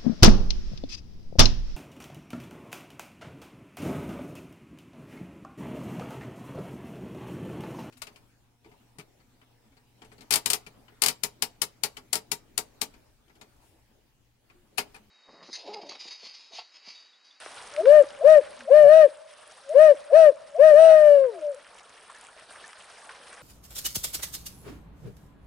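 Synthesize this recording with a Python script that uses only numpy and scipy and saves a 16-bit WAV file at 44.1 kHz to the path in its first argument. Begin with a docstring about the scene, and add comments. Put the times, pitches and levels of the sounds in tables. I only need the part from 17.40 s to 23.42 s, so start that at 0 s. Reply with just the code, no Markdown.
"""Dusk woods: a steady stream rushes, a twig ticks. Close on the left comes an owl-like hoo, hoo, hoo-hoo,
the flute-like tone of a blown cavity: harder blowing lifts its pitch, overtones and air hiss together.
The trees return a faint tail. At 2.3 s the call comes again, and its last hoot slides away by 4 s.
The background level, sunk under the hoots, then recovers, like a recorder's gain control,
while single bubbles plop and twigs and dry leaves crackle."""
import sys
import numpy as np
from scipy import signal
from scipy.fft import rfft, irfft, next_fast_len
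from scipy.io import wavfile
from scipy.ndimage import uniform_filter1d

SR = 44100
rng = np.random.default_rng(int(sys.argv[2]) if len(sys.argv) > 2 else 0)


def store_pcm(level_fs):
    """Save levels as 16-bit WAV."""
    pcm = np.round(np.clip(level_fs, -1, 1) * 32767).astype(np.int16)
    wavfile.write(sys.argv[1], SR, np.atleast_2d(pcm).T)


N = 265482
TIME = np.arange(N) / SR

# one push of air per hoot, slurred where they overlap: start_s, crest_s, end_s, crest_pitch_hz
PUSHES = [(.454, 0.554, .63, 609.4), (0.837, 0.91, 1.004, 632.6), (1.301, 1.375, 1.486, 611.6),
          (1.422, 1.579, 1.673, 640), (2.344, 2.435, 2.535, 630.8), (2.722, 2.785, 2.911, 651.2),
          (3.186, 3.259, 3.368, 629)]
# the long last hoot, sliding away as the air runs out: time_s, pitch_hz, level_db
LAST_HOOT = [(3.34, 570, -10), (3.39, 638.3, -10), (3.45, 654.2, -9.5), (3.512, 637.3, -9.5),
             (3.6, 611.9, -13), (3.692, 588, -11), (3.752, 568.1, -13), (3.848, 525.5, -19.5),
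             (3.896, 464, -30), (3.916, 433, -41), (3.97, 364.5, -45.5), (4.03, 294.3, -59.5)]
# overtone colour at the reference blow: frequency_hz, relative_level_db
OVERTONES = [(900, -12), (1150, -39.5), (1240, -27.5), (1330, -36.5), (1650, -35.5), (1860, -26),
             (1990, -41.5), (2200, -42), (2500, -37), (2750, -44.5), (2900, -40), (3100, -45.5),
             (3400, -58), (3850, -40.5), (4180, -60.5), (4280, -40), (4400, -57.5), (5800, -47.5)]
# brief splits of the tone: centre_s, half_length_s, pitch_hz, relative_level_db, difference_db, sum_db
SPLITS = [(1.456, .028, 710.6, -19, -17.5, -27), (3.509, .035, 821, -33.5, -23, -2.5)]
# colour of the air hiss: frequency_hz, relative_level_db
HISS_COLOUR = [(30, -12), (140, -11.5), (300, -1.5), (520, 5.5), (780, 12.5), (1080, -7.5), (1600, 2.5),
               (2800, -6), (3500, -8), (5800, -8.5), (7500, -17.5), (8600, -7.5), (9900, -12), (11000, -23)]
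# how alike the hiss is at both ears: frequency_hz, likeness (-1 to 1)
HISS_LIKENESS = [(60, 0.032), (600, 0.94), (1200, 0.81), (2300, 0.45), (5500, 0.14), (9000, .85)]
# upper resonances of the cavity: centre_hz, width_hz, relative_level_db
CAVITY_RINGS = [(1565, 84, -47.5), (2890, 180, -50.5), (4290, 11, -60.5), (5800, 260, -67),
                (8600, 300, -65)]
# where the hoot sits in stereo: frequency_hz, left_minus_right_db, left_lead_rad
HOOT_SIDE = [(100, -2.5, 0), (342.5, 6, 0), (624, 10.5, 0.22), (1250, 15.5, -1.15), (1711, 27.5, 4.3),
             (1874, 11, -2), (2340, 7.5, 2), (2455, 7, 1.45), (3020, 9, -1.9), (4240, 4.5, -2.5),
             (6500, -1.5, -1), (10810, -2.5, -1)]
# soft high notes leading into hoots and trailing the last: start_s, length_s, from_hz, to_hz, level_db
SOFT_NOTES = [(.373, .05, 576, 695, -21.5), (.806, 0.032, 545, 729, -26), (1.274, 0.028, 540, 750, -27),
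              (2.288, 0.057, 550, 696, -27), (2.698, .031, 573, 733, -28.5),
              (3.142, 0.046, 562, 748, -28.5), (3.93, 0.095, 720, 601.5, -40.5),
              (4.01, 0.12, 615.5, 560, -26.5), (4.11, .05, 567.4, 494, -40),
              (4.16, 0.033, 585, 558.5, -44.5)]
# low murmurs under too little air: start_s, length_s, from_hz, to_hz, level_db
MURMURS = [(.402, .04, 338, 433, -36), (.428, 0.044, 415, 483.5, -25.5), (.626, 0.02, 424, 294, -45),
           (1.18, .09, 247, 225, -56)]
# slaps off near trunks: delay_s, level_db, left_minus_right_db
TRUNK_ECHOES = [(.021, -26, 6.5), (.058, -32, 9), (.094, -38.5, 1.5)]
# background level sinks under the hoots and recovers after them, like a recorder's gain control:
# time_s, level_db, tilt_db_per_octave
BACKGROUND_GAIN = [(0, -46, 1.5), (.35, -46, 0), (.75, -49, -1), (1.9, -56, 1), (2.349, -51.5, 0.5),
                   (3.051, -55, -.5), (4.402, -54.5, 0.3), (5.5, -50.5, 0.8), (6.02, -49.5, 0)]
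# colour of the rushing water: frequency_hz, relative_level_db
STREAM_COLOUR = [(25, -7.5), (62, -9.5), (110, -11.5), (260, -9.5), (360, -8.5), (460, -0.5), (950, -0.5),
                 (1270, 0), (1800, -2.5), (2050, -6.5), (3000, -6), (5500, -12.5), (7200, -22), (8800, -9),
                 (11000, -20.5)]
# how alike the rush is at both ears: frequency_hz, likeness (-1 to 1)
STREAM_LIKENESS = [(60, 0.8), (170, 1), (490, 0.91), (1410, 0.82), (4060, 0.79), (11600, 0.51)]
# single plops in the stream: start_s, peak_db, pitch_hz
PLOPS = [(4.748, -44, 1690), (4.886, -44, 1380), (4.965, -46.5, 623), (5.022, -45.5, 610),
         (5.212, -44.5, 634), (5.241, -37.5, 1720)]
# dry ticks and a soft knock of twigs: start_s, relative_peak_db, centre_hz, t60_s
TWIG_TICKS = [(.061, -29.5, 496, 0.013), (0.364, -23, 2200, 0.0056), (0.456, -24.5, 1290, 0.034),
              (0.705, -33.5, 2700, 0.016), (1.206, -33, 1500, 0.048), (1.931, -41, 2000, 0.017),
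              (2.066, -51, 6100, .02), (2.077, -32, 9650, 0.0054), (2.292, -35, 7100, 0.0081),
              (3.185, -43, 2974, .007), (4.146, -35, 8140, 0.0083), (4.245, -42, 2005, 0.017),
              (4.35, -41.5, 813, 0.045), (4.366, -46, 7150, 0.011), (4.811, -34, 9600, 0.009),
              (5.279, -34, 6200, 0.0098), (5.33, -38, 1300, 0.033), (5.692, -32.5, 1210, 0.05)]
# crunches of dry leaves: centre_s, spread_s, level_db, centre_hz
LEAF_CRUNCHES = [(3.853, 0.0091, -45, 1350), (4.264, 0.011, -49, 1304), (4.704, 0.015, -47.5, 1100),
                 (4.771, 0.016, -54, 1627), (5.161, 0.0086, -48.5, 1520), (5.183, 0.02, -55, 1245),
                 (5.705, 0.013, -47, 1100), (5.97, 0.0071, -55, 1200)]


def hoots(reference_hz=630, tone_side_db=9.5, purity=0.33):
    """A blown cavity's nearly pure tone; pitch follows the pressure, which drives overtones and hiss."""
    hz, level = blowing()
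    blow_hz = np.minimum(hz - reference_hz, 40)
    phase = trembling_phase(hz, jitter=0.0045)
    left_only = np.array([[1], [0]])
    tone = np.sin(phase + left_only * at_hz(HOOT_SIDE, reference_hz, column=2))
    tone = tone * from_db(.18 * drift(35)) * sag(hz)   # the held tone wavers very slightly
    overtones = 0
    for k in range(2, 10):
        growth_db = 0.0136 * (k - 2.5) * blow_hz   # higher overtones grow faster with pressure
        strength = from_db(at_hz(OVERTONES, k * hz) + growth_db - 0.76 * drift(28))
        partial = np.sin(k * phase + left_only * at_hz(HOOT_SIDE, k * hz, column=2))
        overtones += strength * partial * pan(at_hz(HOOT_SIDE, k * hz))
    overtones *= (np.abs(level) / level.max()) ** purity   # a fading hoot turns pure
    voice = np.sqrt(2) * ((tone + split_tones(phase)) * pan(tone_side_db) + scattered(overtones))
    return level * (voice + air_hiss(phase, blow_hz) + cavity_rings(blow_hz))


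def blowing(start_hz=485.3, end_hz=533, held_db=-10, attack_share=0.25, release_s=0.022):
    """Pitch and amplitude of the hoots: each push of air arches in pitch, and the strongest leads."""
    times, slide_hz, slide_db = np.transpose(LAST_HOOT)
    begun = TIME >= times[0]
    hz = uniform_filter1d(np.interp(TIME, times, slide_hz), int(.021 * SR)) * begun
    level = from_db(np.interp(TIME, times, slide_db)) * begun * (TIME <= times[-1])
    for start, crest, end, crest_hz in PUSHES:
        to_crest = np.maximum(crest - TIME, 0) / (crest - start)
        past_crest = np.maximum(TIME - crest, 0) / (end - crest)
        arch = crest_hz - (crest_hz - start_hz) * to_crest ** 2.15
        arch -= (crest_hz - end_hz) * past_crest ** 1.95
        droop_hz = 44.92 * np.exp(np.clip((TIME - end) / .007, -20, 2))   # the push runs out
        hz = np.maximum(hz, arch - droop_hz)
        opening = soft_step((1 - to_crest) / attack_share) * soft_step((end - TIME) / release_s)
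        level = np.maximum(level, from_db(held_db) * opening)
    return uniform_filter1d([np.maximum(hz, slide_hz.min()), level], int(.003 * SR), axis=1)


def sag(hz, centre_hz=613, width_hz=7.9, depth_db=-3.5, fall_hz_per_s=700):
    """The level dips briefly as the pitch falls quickly through one narrow zone."""
    falling = np.clip(-np.gradient(hz) * SR / fall_hz_per_s, 0, 1)
    return from_db(depth_db * falling * np.exp(-np.square((hz - centre_hz) / width_hz)))


def split_tones(phase):
    """A second oscillation mixes with the main one into difference and sum tones."""
    out = 0
    for centre, half_s, hz, db, difference_db, sum_db in SPLITS:
        second = 2 * np.pi * hz * TIME
        difference = from_db(difference_db) * np.sin(second - phase)
        sums = from_db(sum_db) * sum(np.sin(second + k * phase) / k for k in range(1, 4))
        swell = np.exp(-((TIME - centre) / half_s) ** 4)
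        out += from_db(db) * swell * (np.sin(second) + difference + sums)
    return out


def air_hiss(phase, blow_hz, level_db=-30, growth_db_per_hz=0.1064):
    """The breathy jet puffs once a cycle and grows with pressure."""
    bands = noise_bands(HISS_COLOUR, HISS_LIKENESS, flicker_db=2.35)
    hiss = sum(band * pan(at_hz(HOOT_SIDE, hz)) for hz, band in bands)
    return hiss * (1 + 0.17 * np.sin(phase)) * from_db(level_db + growth_db_per_hz * blow_hz)


def cavity_rings(blow_hz, gain_db=9, growth_db_per_hz=0.1449):
    """Air noise rings the cavity's upper resonances, louder under harder blowing."""
    out = 0
    for hz, width, db in CAVITY_RINGS:
        ring = resonance(resonance(rng.standard_normal(N), hz, width), hz, 4 * width)
        out += from_db(db) * rms_one(ring) * pan(at_hz(HOOT_SIDE, hz))
    return out * from_db(gain_db + growth_db_per_hz * blow_hz)


def soft_tones(notes, roundness, lead_db, lead_s, jitter, side_db):
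    """At low pressure the cavity sings unsteady sines that creep in, then swell and fade on a glide."""
    out = 0
    for start, length, from_hz, to_hz, db in notes:
        along = np.clip((TIME - start) / length, 0, 1)
        swell = (4 * along * (1 - along)) ** roundness
        creep = from_db(lead_db) * np.exp(-np.clip((start - TIME) / lead_s, 0, 20)) * (1 - along)
        phase = trembling_phase(from_hz + (to_hz - from_hz) * along, jitter)
        out += from_db(db) * np.maximum(swell, creep) * np.sin(phase)
    return np.sqrt(2) * out * pan(side_db)


def scattered(x, wet_db=-8, decay_s=0.031):
    """Nearby surfaces add early reflections, so gliding overtones swell and fade."""
    age = TIME[:SR // 30]
    paths = rng.standard_normal((2, len(age))) * np.exp(-age / decay_s)
    paths /= np.linalg.norm(paths, axis=1, keepdims=True)
    return x + from_db(wet_db) * signal.fftconvolve(x, paths, axes=1)[:, :N]


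def trunk_echoes(x):
    """The nearest trunks each throw the call back once."""
    mono = x.mean(axis=0)
    return sum(from_db(db) * pan(side_db) * np.interp(TIME - delay, TIME, mono, left=0)
               for delay, db, side_db in TRUNK_ECHOES)


def woods_tail(x, wet_db=-33, t60_s=1.3, lowpass_hz=1500, predelay_s=0.051):
    """Countless trunks scatter a faint, dull tail, different at each ear."""
    age = TIME[:2 * SR]
    echoes = rng.standard_normal((2, len(age))) * from_db(-60 * age / t60_s) * (age > predelay_s)
    echoes /= np.linalg.norm(echoes, axis=1, keepdims=True)
    dulled = signal.sosfilt(signal.butter(2, lowpass_hz, fs=SR, output="sos"), x.mean(axis=0))
    return from_db(wet_db) * signal.fftconvolve(dulled[None], echoes, axes=1)[:, :N]


def stream(rush_db=-1, gurgle_db=-8, spray_db=-12, pivot_hz=1500):
    """A steady bed of rushing water with gurgling bubbles and a fine crackle of spray."""
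    times, db, tilt = np.transpose(BACKGROUND_GAIN)
    tilt = np.interp(TIME, times, tilt)
    bands = noise_bands(STREAM_COLOUR, STREAM_LIKENESS, flicker_db=2.5)
    rush = sum(band * from_db(tilt * np.log2(hz / pivot_hz)) for hz, band in bands)
    gurgle = bubbles(per_s=520, low_hz=590.4, high_hz=2352, sharpness=16, spread_db=3.5)
    spray = bubbles(per_s=430, low_hz=4860, high_hz=10600, sharpness=8.5, spread_db=5.5)
    water = from_db(rush_db) * rush + from_db(gurgle_db) * gurgle + from_db(spray_db) * spray
    return from_db(np.interp(TIME, times, db) + 1.2 * drift(12)) * water


def bubbles(per_s, low_hz, high_hz, sharpness, spread_db, pitches=22):
    """Bubbles of random size burst at random, each ringing a few cycles; rms 1."""
    out = 0
    for hz in np.geomspace(low_hz, high_hz, pitches):
        bursts = rng.random(N) < per_s / pitches / SR
        size = np.minimum(rng.exponential(1, N), 4)
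        rings = resonance(bursts * from_db(spread_db * size), hz, hz / sharpness)
        out += rms_one(rings) * pan(rng.normal(0, 1.8))
    return rms_one(out)


def plops(ring_s=0.0093, rise_per_s=4.14):
    """Large bubbles ring briefly and rise in pitch as they surface."""
    out = 0
    for start, db, hz in PLOPS:
        age = np.clip(TIME - start, 0, 20 * ring_s)
        phase = 2 * np.pi * hz * age * (1 + rise_per_s * age / 2)
        out += from_db(db) * np.exp(-age / ring_s) * np.sin(phase)
    return out


def twig_ticks(trim_db=-1, sharpness=1.6):
    """Each twig gives a short burst of noise ringing in one broad resonance."""
    out, age = np.zeros(N), TIME[:SR // 4]
    for start, db, hz, t60 in TWIG_TICKS:
        burst = rng.standard_normal(len(age)) * from_db(-60 * age / t60)
        burst = resonance(resonance(burst, hz, hz / sharpness), hz, 3 * hz / sharpness)
        at = int(start * SR)
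        out[at:at + len(age)] += (from_db(db + trim_db) * burst / np.abs(burst).max())[:N - at]
    return out


def leaf_crunches(snaps_per_s=550, sharpness=2.6):
    """Dry leaves crunch in clumps of tiny, uneven snaps."""
    out = 0
    for centre, spread_s, db, hz in LEAF_CRUNCHES:
        snaps = (rng.random(N) < snaps_per_s / SR) * rng.standard_normal(N)
        leaves = rms_one(resonance(resonance(snaps, hz, hz / sharpness), hz, hz))
        out += from_db(db) * np.exp(-np.square((TIME - centre) / spread_s) / 2) * leaves
    return out


def noise_bands(spectrum, likeness, flicker_db):
    """Coloured stereo noise of rms about 1, yielded as flickering half-octave bands: centre_hz, band."""
    edges = 28 * 2 ** (np.arange(19) / 2)
    size = next_fast_len(N)
    colour = from_db(at_hz(spectrum, np.maximum(np.fft.rfftfreq(size, 1 / SR), 1)))
    white = rng.standard_normal((2, 2, size))   # neighbouring bands use separate mid/side pairs
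    noise = rms_one(irfft(rfft(white) * colour, size)[..., :N])
    for k, hz in enumerate(np.sqrt(edges[1:] * edges[:-1])):
        bandpass = signal.butter(2, edges[k:k + 2], "band", fs=SR, output="sos")
        mid, side = signal.sosfilt(bandpass, noise[k % 2])
        alike = np.clip(at_hz(likeness, hz), -.99, .99)
        band = np.sqrt((1 + alike) / 2) * mid + np.sqrt((1 - alike) / 2) * side * [[1], [-1]]
        yield hz, band * from_db(flicker_db * drift(30))


def trembling_phase(hz, jitter):
    """Phase of a tone whose pitch trembles in the turbulent air."""
    return 2 * np.pi * np.cumsum(hz * (1 + jitter * drift(98))) / SR


def drift(rate_hz, step=20, settle=4000):
    """Smooth random modulation of rms 1."""
    r = np.exp(-2 * np.pi * rate_hz * step / SR)
    slow = signal.lfilter([1], [1, -2 * r, r * r], rng.standard_normal(N // step + settle + 2))[settle:]
    return np.interp(np.arange(N) / step, np.arange(len(slow)), rms_one(slow))


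def resonance(x, hz, width_hz):
    """Two-pole band-pass with unity gain at its peak."""
    r = np.exp(-np.pi * width_hz / SR)
    poles = [1, -2 * r * np.cos(2 * np.pi * hz / SR), r * r]
    return signal.lfilter(np.array([1, 0, -1]) * (1 - r * r) / 2, poles, x + 1e-18)


def soft_step(x, steepness=2.34):
    """An S-shaped fade from near 0 to near 1 as x goes from 0 to 1."""
    return (1 + np.tanh(steepness * (x - .5))) / 2


def pan(side_db):
    """Left and right gains whose mean is 1; positive leans left."""
    ratio = from_db(np.atleast_1d(side_db))
    return 2 * np.array([ratio, np.ones_like(ratio)]) / (1 + ratio)


def at_hz(points, hz, column=1):
    """Read a table on a log-frequency axis."""
    return np.interp(np.log(hz), np.log(np.array(points)[:, 0]), np.array(points)[:, column])


def from_db(db):
    """Decibels to gain."""
    return 10 ** (np.asarray(db) / 20)


def rms_one(x):
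    """Scale to rms 1."""
    return x / np.sqrt(np.mean(x ** 2) + 1e-20)


def scene():
    """The call up front, its echoes behind it, then the water and the undergrowth."""
    soft = soft_tones(SOFT_NOTES, roundness=.9, lead_db=-14.5, lead_s=.021, jitter=.008, side_db=5)
    murmurs = soft_tones(MURMURS, roundness=.7, lead_db=-11.5, lead_s=.008, jitter=.029, side_db=2.5)
    call = hoots() + soft + murmurs
    return call + trunk_echoes(call) + woods_tail(call) + stream() + plops() + twig_ticks() + leaf_crunches()


def record(dry):
    """A steep high cut at 11 kHz."""
    return signal.sosfilt(signal.ellip(14, .1, 80, 11000, fs=SR, output="sos"), dry)


dry = scene()
out = record(dry)
store_pcm(out)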